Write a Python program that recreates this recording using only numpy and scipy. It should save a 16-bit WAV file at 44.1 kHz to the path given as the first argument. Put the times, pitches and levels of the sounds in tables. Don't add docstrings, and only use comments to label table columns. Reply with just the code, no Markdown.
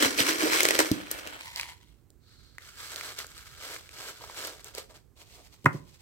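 import sys
import numpy as np
from scipy import signal
from scipy.io import wavfile
from scipy.ndimage import map_coordinates

SR = 44100
rng = np.random.default_rng(int(sys.argv[2]) if len(sys.argv) > 2 else 0)


def wav_out(sig):
    wavfile.write(sys.argv[1], SR, np.round(np.clip(np.atleast_2d(sig).T, -1, 1) * 32767).astype(np.int16))


N = 265393
TIME = np.arange(N) / SR


def amp(db):
    return 10 ** (np.asarray(db) / 20)


def unit_rms(x):
    return x / np.sqrt(np.mean(x ** 2) + 1e-20)


def curve_at(points, hz):
    freqs, values = np.transpose(points)
    return np.interp(np.log(hz + 1), np.log(freqs + 1), values)


def add(mix, start_s, sound):
    part = mix[:, max(round(start_s * SR), 0):][:, :sound.shape[-1]]
    part += sound[..., :part.shape[1]]


def butter(x, hz, kind, order=2):
    return signal.sosfilt(signal.butter(order, min(hz, .49 * SR), kind, fs=SR, output="sos"), x)


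def eq(x, spectrum, amount=1):
    hz = abs(np.fft.fftfreq(4096, 1 / SR))
    log_gain = np.log(amp(amount * curve_at(spectrum, hz)))
    taps = np.fft.ifft(np.exp(np.conj(signal.hilbert(log_gain)))).real
    return signal.oaconvolve(x, taps[:len(taps) // 2])[:len(x)]


def resonate(x, modes, shift=1):
    out = 0
    for hz, width, db in modes:
        carrier = np.exp(2j * np.pi * np.cumsum(hz * shift * np.ones(N)) / SR)
        pole = np.exp(-np.pi * width / SR)
        envelope = signal.lfilter([1 - pole], [1, -pole], x * carrier.conj() + 1e-18)
        out = out + 2 * amp(db) * (carrier * envelope).real
    return out


def struck(modes):
    t = np.arange(SR // 2) / SR
    return sum((-1) ** k * amp(db - 60 * t / t60) * np.sin(2 * np.pi * hz * t)
               for k, (hz, db, t60) in enumerate(modes))


def snap(hz, decay_s, cycles, crack_db):
    t = np.arange(SR // 20) / SR
    ping = np.sin(2 * np.pi * hz * t) * np.exp(-t * hz / cycles)
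    noise = unit_rms(butter(rng.standard_normal((2, len(t))), 3 * hz + 1500, "low", order=1))
    crack = amp(crack_db) * noise * np.exp(-t / decay_s)
    sound = butter(ping + crack, hz / 2, "high")
    return sound / np.sqrt(np.mean(sound[:, :round(.003 * SR)] ** 2, axis=1, keepdims=True))


def stroke(start_s, rise_s, hold_s, release_s):
    since = TIME - start_s
    build_up = np.clip(since / rise_s, 0, 1) ** 1.6
    return build_up * np.exp(-np.maximum(since - rise_s - hold_s, 0) / release_s)


def strokes(rows, release_s):
    gains = [np.outer(amp([db, db + ring_db]), stroke(start, rise, hold, release_s))
             for start, rise, hold, db, ring_db in rows]
    return np.linalg.norm(gains, axis=0)


def contacts(envelope, density, spread_db, clump_db=2.5):
    per_s = density * (.25 + np.sqrt(envelope / envelope.max()))
    size = amp(spread_db * np.minimum(rng.exponential(1, N), 3.5)) * rng.choice([-1, 1], N)
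    clumps = np.interp(TIME * 45, np.arange(1024), rng.standard_normal(1024))
    fires = rng.random(N) < per_s / SR
    return unit_rms(size * amp(clump_db * clumps) * fires / np.sqrt(per_s))


def stones(hits, spectrum, cycles, scatter_s, count=90):
    t = np.arange(256) / SR
    hz = rng.uniform(600, 16000, (count, 1))
    ping = np.exp(-t * hz / cycles) * np.sin(2 * np.pi * hz * t)
    ping /= np.linalg.norm(ping, axis=1, keepdims=True)
    scatter = rng.standard_normal((2, count, len(t))) * np.exp(-t / scatter_s)
    scatter /= np.linalg.norm(scatter, axis=2, keepdims=True)
    grains = ping + amp(3.5) * scatter
    out = np.zeros((2, N))
    onsets = np.flatnonzero(hits[:-len(t)])
    for start, pebble in zip(onsets, rng.integers(0, count, len(onsets))):
        out[:, start:start + len(t)] += hits[start] * grains[:, pebble]
    return unit_rms(np.array([eq(channel, spectrum) for channel in out]))


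def hollow(hits, modes, low_cut_hz, shift=1):
    drive = hits * (1 + 0.26 * rng.standard_normal((2, N)))
    ring = butter(resonate(drive, modes, shift), low_cut_hz, "high", order=4)
    return unit_rms(butter(ring, 2 * modes[-1][0], "low"))


# (frequency [Hz], level [dB])
ROOM_TONE_EQ = [(20, -24), (50, 4.5), (80, 2), (130, -4.5), (200, -14), (350, -13.5), (700, -29.5),
                (1500, -33), (4000, -42), (9000, -41), (16000, -38.5)]

def room_tone():
    shared, left, right = (unit_rms(eq(noise, ROOM_TONE_EQ)) for noise in rng.standard_normal((3, N)))
    quiet_side = eq(shared + 0.65 * left, [(100, -13.5), (250, -7), (700, -2.5), (2000, -4)])
    return amp(-59) * np.array([quiet_side, shared + right])


# (frequency [Hz], T60 [s])
ROOM_DECAY = [(150, 0.63), (1500, 0.24), (4000, 0.27), (15000, 0.27)]

def reverb(x, predelay_s, low_cut_hz):
    shape = (2, SR // 2)
    taps = rng.choice([-1., 1.], shape) * (rng.random(shape) < 0.1)
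    taps *= np.arange(shape[1]) > predelay_s * SR
    hz, t, bands = signal.stft(taps, SR, nperseg=128)
    tail = signal.istft(bands * amp(-60 * t / curve_at(ROOM_DECAY, hz)[:, None]), SR)[1]
    tail /= np.linalg.norm(tail, axis=1, keepdims=True)
    return signal.oaconvolve(x, butter(tail, low_cut_hz, "high"), axes=1)[:, :N]


REACH = dict(start_s=2.18, rise_s=.11, hold_s=.19, release_s=.12)

def leaf_rub():
    hiss = hollow(rng.standard_normal((2, N)), [(4200, 650, 0)], low_cut_hz=3020)
    return amp(-64.5) * stroke(**REACH) * hiss


# (time [s], gain [dB])
SHELL_HITS = [(.046, -22), (.803, -15), (0.81, -19), (1.655, -42), (4.209, -40), (4.239, -37), (4.297, -38),
              (4.781, -42)]
# (frequency [Hz], level [dB], T60 [s])
HELD_SCOOP_MODES = [(963, 0, 0.028), (1270, -9, 0.012), (2140, -11, 0.031)]

def shell_taps():
    out = np.zeros((2, N))
    ring = butter(struck(HELD_SCOOP_MODES), 650, "high")
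    for time_s, db in SHELL_HITS:
        add(out, time_s, amp(db) * ring)
    return out


# (time [s], gain [dB])
TUB_HITS = [(0.058, -15), (0.208, -12), (0.651, -20.5), (0.789, -17.5), (0.9148, 0)]
# (frequency [Hz], level [dB], T60 [s])
TUB_WALL_MODES = [(114, -21.5, 0.053), (196, -26, 0.077), (272, -15, 0.048), (299, -22, 0.16)]

def tub_bumps():
    out = np.zeros((2, N))
    ring = sum(struck([mode]) for mode in TUB_WALL_MODES)
    thud = butter(butter(ring, 490, "low", order=3), 85, "high")
    for time_s, db in TUB_HITS:
        add(out, time_s - .001, amp(db) * thud)
    return out


# (time [s], body gain [dB], body low-pass [Hz], edge tick gain [dB])
BENCH_HITS = [(5.644, -14.5, 486, -36.5), (5.657, -25, 2000, -22.5), (5.6591, 0.5, 2490, -24.5),
              (5.73, -35, 501, -39), (5.74, -15.5, 484, -56.5), (5.746, -14, 560, -45),
              (5.795, -28, 240, -66)]
# (frequency [Hz], level [dB], T60 [s])
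BENCH_SCOOP_MODES = [(106, -19.5, 0.096), (146.7, -16, 0.1), (274, -19.5, 0.066), (367, -21, 0.056),
                     (567, -21.5, 0.03), (667, -24.5, 0.027), (1005, -10, 0.034), (1252, -13, 0.03),
                     (1425, -12, 0.03), (1616, -10, 0.02), (1903, -12.5, 0.029), (2110, -13, 0.032),
                     (2550, -20.5, 0.035)]

def scoop_set_down():
    out = np.zeros((2, N))
    ring = butter(struck(BENCH_SCOOP_MODES), 60, "high")
    t = np.arange(len(ring)) / SR
    noise = rng.standard_normal((2, len(t)))
    chatter = unit_rms(butter(butter(noise, 680, "high"), 1800, "low", order=4))
    body = ring + amp(-20.5 - 60 * t / 0.11) * chatter
    for time_s, db, bright_hz, tick_db in BENCH_HITS:
        add(out, time_s, amp(db) * butter(body, bright_hz, "low", order=5))
        add(out, time_s, amp(tick_db - 12.5) * snap(3000, decay_s=.0065, cycles=2.1, crack_db=-7))
    return out


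# (time [s], gain [dB], pitch [Hz], low tap relative to the gain [dB])
PEBBLE_ACCENTS = [(.1877, -23.5, 2470, -22), (.2041, -22.5, 2770, -4), (0.3464, -33, 1830, 3),
                  (.5869, -27, 2165, -9), (0.595, -24, 2580, -8), (.6058, -16.5, 2220, -10),
                  (.6318, -18.5, 6960, -1), (.6528, -16.5, 1960, .5), (.687, -19, 2405, -2.5),
                  (.7077, -17.5, 1992, -0.5), (.7528, -25, 1767, 3), (.7906, -17, 2010, 4.5),
                  (.8468, -32, 1540, 5), (.9154, -27, 4670, 2), (1.1142, -22.5, 11800, -13),
                  (1.2737, -35.5, 2795, -1), (1.4096, -38.5, 2460, -16), (1.5606, -30.5, 4650, -23),
                  (1.5974, -27, 2460, -24), (1.6117, -31.5, 4700, -22), (1.632, -33.5, 2290, -26),
                  (2.1039, -57.5, 7530, -3.5), (2.583, -37.5, 1960, -30.5), (2.96, -33.5, 3820, -7),
                  (3.0106, -33.5, 2130, -18), (3.1893, -32, 4600, -13), (3.2021, -37, 2020, -12),
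                  (3.245, -42, 1480, -5), (3.2675, -43.5, 7190, -9), (3.3789, -45, 4325, -16),
                  (3.7631, -39, 2190, -7.5), (3.8918, -44.5, 2395, -9), (4.24, -46, 1257, -10),
                  (4.2983, -44.5, 1150, 2), (4.4497, -36.5, 5050, 1), (4.4717, -35, 11660, -1.5),
                  (4.6445, -40.5, 6460, -10), (4.6834, -48.5, 7600, -3), (4.75, -37, 4770, -3),
                  (4.7819, -35.5, 3704, 6), (5.2165, -50, 2845, -9)]

def pebble_clicks():
    out = np.zeros((2, N))
    tap = butter(struck([(328, -7, .019), (540, 3.5, .013)]), 220, "high")
    for time_s, db, hz, tap_db in PEBBLE_ACCENTS:
        decay_s = .0016 * amp(db + 30) ** 0.15
        crack_db = -5 + 0.3 * tap_db
        add(out, time_s, amp(db + 1) * snap(hz, decay_s, cycles=2.2, crack_db=crack_db))
        add(out, time_s, amp(db + tap_db) * tap)
    return out


# (frequency [Hz], bandwidth [Hz], gain [dB])
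WALL_RESONANCES = [(2252, 130, 0), (3140, 280, -3.5), (4070, 120, -4.5), (5670, 160, -9.5),
                   (7830, 350, -4.5)]

def against_wall(grains, ring_db):
    return unit_rms(grains + amp(ring_db) * resonate(grains, WALL_RESONANCES))


# (frequency [Hz], gain [dB])
SETTLE_EQ = [(150, -16), (320, 6), (420, -2.5), (540, 5), (800, -1.5), (1500, 3), (2300, -0.5), (3200, 0.5),
             (4500, -7.5), (7000, -13.5), (10000, -15.5), (16000, -17)]

def settling():
    settle = amp(-44) * stroke(start_s=.88, rise_s=.054, hold_s=.44, release_s=.04)
    hits = contacts(settle, density=1800, spread_db=3.5, clump_db=2)
    return settle * against_wall(stones(hits, SETTLE_EQ, cycles=3.04, scatter_s=.0018), ring_db=-3)


# (start [s], rise [s], hold [s], rattle gain [dB], scoop ring offset [dB])
SWINGS = [(1.35, .05, 0.3, -52, 0), (1.52, 0.056, 0.045, -44, -2.5), (1.78, .05, 0.084, -70, -16)]
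# (frequency [Hz], gain [dB])
RATTLE_EQ = [(200, -13), (700, -8), (1500, -3.5), (2300, -4), (3200, -2.5), (4500, -0.5), (6000, -5),
             (8300, -10.5), (10000, -9.5), (16000, -12)]
# (frequency [Hz], bandwidth [Hz], gain [dB])
SCOOP_RESONANCES = [(965, 74, 6.5), (1890, 230, -6), (2040, 180, 2), (2655, 260, -17)]

def carrying():
    rattle, ring = strokes(SWINGS, release_s=.047)
    hits = contacts(rattle, density=2800, spread_db=3.5)
    grains = against_wall(stones(hits, RATTLE_EQ, cycles=5.4, scatter_s=.0015), ring_db=0)
    body = hollow(hits, SCOOP_RESONANCES, low_cut_hz=690)
    return amp(3) * rattle * grains + amp(1) * ring * body


# (start [s], rise [s], hold [s], scrape gain [dB], pot ring offset [dB])
PUSHES = [(5.15, .025, 0.053, -61, -4), (5.21, 0.095, 0.16, -60, -8), (5.34, .05, 0.016, -70.5, 14),
          (5.5, 0.027, .025, -66, -9), (5.71, .03, .04, -62, -19), (5.82, .06, 0.068, -62, -23.5),
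          (5.985, 0.024, .02, -58.5, -22)]
# (frequency [Hz], gain [dB])
SLIDE_EQ = [(200, -44), (800, -3), (1500, -4.5), (2200, 0.5), (3000, 1), (4100, 0.5), (5000, 0.5),
            (6500, -2), (8400, -5), (9800, -11), (12500, -5), (16000, -11.5)]
# (frequency [Hz], bandwidth [Hz], gain [dB])
POT_RESONANCES = [(450, 240, 5), (625, 180, 0.5), (930, 50, -1)]

def pot_turning():
    push, ring = strokes(PUSHES, release_s=.02)
    lean = amp(-72) * stroke(start_s=5.15, rise_s=.027, hold_s=.85, release_s=.05)
    scrape = np.hypot(push, lean)
    hits = contacts(scrape, density=2300, spread_db=1)
    grit = stones(hits, SLIDE_EQ, cycles=3.1, scatter_s=.0023)
    body = hollow(hits, POT_RESONANCES, low_cut_hz=220)
    return amp(4) * scrape * grit + amp(1) * ring * body


# (start [s], rise [s], hold [s], slide gain [dB], patter offset [dB])
SURGES = [(2.74, .06, 0.085, -46, -17), (2.87, 0.074, .17, -42.5, -10.5), (3.15, .04, 0.03, -44.5, -10),
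          (3.54, .12, .095, -42, -8), (3.9, .12, .085, -42.5, -7.5), (4.18, .035, 0.097, -50, -4.5),
          (4.26, .15, .07, -40, -7.5), (4.46, .035, .06, -50, -1.5), (4.63, .015, 0.049, -50.5, -6.5),
          (4.73, 0.018, 0.049, -45.5, -6), (4.88, 0.018, 0.0082, -57, 2),
          (4.925, 0.022, 0.024, -59.5, -3.5)]
# (frequency [Hz], bandwidth [Hz], gain [dB])
LIP_RESONANCES = [(1338, 240, 0.79), (1574, 180, -2.8)]

def pouring():
    creep = stroke(**REACH)
    surge, patter = strokes(SURGES, release_s=.026)
    trickle = stroke(start_s=2.58, rise_s=.06, hold_s=1.97, release_s=.0488)
    trickle *= amp(-2 * (TIME - 2.58))
    slide = np.hypot(surge, amp(-52.5) * trickle) + amp(-68) * creep
    lip = np.hypot(amp(-6) * surge, amp(-58.5) * trickle) + amp(-71.5) * creep
    pot = np.hypot(patter, amp(-69) * trickle)
    hits = contacts(slide, density=3800, spread_db=3.5, clump_db=2.2)
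    lip_ring = hollow(hits, LIP_RESONANCES, low_cut_hz=1060)
    pot_ring = hollow(hits, POT_RESONANCES, low_cut_hz=258)
    grains = against_wall(stones(hits, SLIDE_EQ, cycles=3, scatter_s=.0027), ring_db=-8)
    return amp(0.67) * slide * grains + lip * lip_ring + pot * pot_ring


# (start [s], rise [s], hold [s], crunch gain [dB], tub ring offset [dB])
SHOVES = [(-.02, 0.045, .04, -24.5, -4.5), (.15, .045, .015, -23, -10), (.235, 0.056, .012, -26, -10),
          (.41, .025, 0.028, -32, 5.5), (.46, .07, 0.076, -27, -16), (.62, 0.029, 0.088, -36, 0),
          (.782, .01, .012, -27, -5), (1.095, 0.014, .01, -41, -7), (1.16, 0.019, .015, -41.5, -13.5),
          (1.255, .015, .015, -45, -3)]
# (frequency [Hz], gain [dB])
CRUNCH_EQ = [(150, -15), (400, 2.5), (750, -7), (1100, -0.5), (1500, 2.5), (1850, 2.5), (2300, -0.5),
             (3200, -3), (4500, -3), (5700, -2.5), (7200, -8.5), (8400, -9.5), (10000, -8), (16000, -12.5)]
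# (base frequency [Hz], bandwidth [Hz], gain [dB])
TUB_RESONANCES = [(312, 20, 2.5), (341, 46, 5.5), (435, 37, -2.5), (564, 100, -5.5)]
# (time [s], frequency factor [ratio])
FILL_GLIDE = [(0, 0.92), (.08, 0.79), (.22, 0.88), (.3, 0.94), (.5, 1.03), (.62, 1.06), (.8, 1),
              (.92, 0.93), (1.42, 0.95)]

def digging():
    shove, shove_ring = strokes(SHOVES, release_s=.023)
    drag = amp(-31.5) * stroke(start_s=-.2, rise_s=.5, hold_s=.49, release_s=.09)
    crunch = np.hypot(shove, drag)
    ring = np.hypot(shove_ring, amp(-6) * drag)
    hits = contacts(crunch, density=4200, spread_db=4, clump_db=1.9)
    grains = against_wall(stones(hits, CRUNCH_EQ, cycles=2.3, scatter_s=.0016), ring_db=1)
    glide = np.interp(TIME, *np.transpose(FILL_GLIDE))
    body = hollow(hits, TUB_RESONANCES, low_cut_hz=214, shift=glide)
    return amp(1) * crunch * grains + amp(-1) * ring * body


def delay_pan(x, lag_ms):
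    right = map_coordinates(x[1], [np.arange(N) - lag_ms * SR / 1000], order=5)
    return np.array([x[0], right])


# (time [s], right channel lag [ms])
PEBBLE_PAN = [(0, 0.35), (1.2, 0.35), (1.6, .1), (2.2, 0.099), (6.02, 0.11)]

def scene():
    pebbles = digging() + settling() + carrying() + leaf_rub() + pouring() + pot_turning()
    pebbles += pebble_clicks() + shell_taps() + tub_bumps()
    knocks = scoop_set_down()
    lag_ms = np.interp(TIME, *np.transpose(PEBBLE_PAN))
    direct = delay_pan(pebbles, lag_ms) + delay_pan(knocks, lag_ms=0.097)
    send = amp(-12) * pebbles + amp(-14.5) * knocks
    return direct + reverb(send, predelay_s=.004, low_cut_hz=203) + room_tone()


# (frequency [Hz], gain [dB])
STEREO_EQ = [(60, -0.5), (150, 3.5), (280, 1.5), (800, 1), (1500, 1.5), (2400, -0.5), (3200, -2.5),
             (4100, 4), (5300, 1.5), (7200, 4), (8600, 7.5), (9400, -7), (12000, -1.5), (16000, -1)]

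def record(dry):
    pair = np.array([eq(dry[0], STEREO_EQ, amount=-0.24), eq(dry[1], STEREO_EQ, amount=0.72)])
    low_pass = signal.firwin(511, 15950, window=("kaiser", 8), fs=SR)
    return signal.oaconvolve(pair, low_pass[None], "same")


dry = scene()
out = record(dry)
wav_out(out)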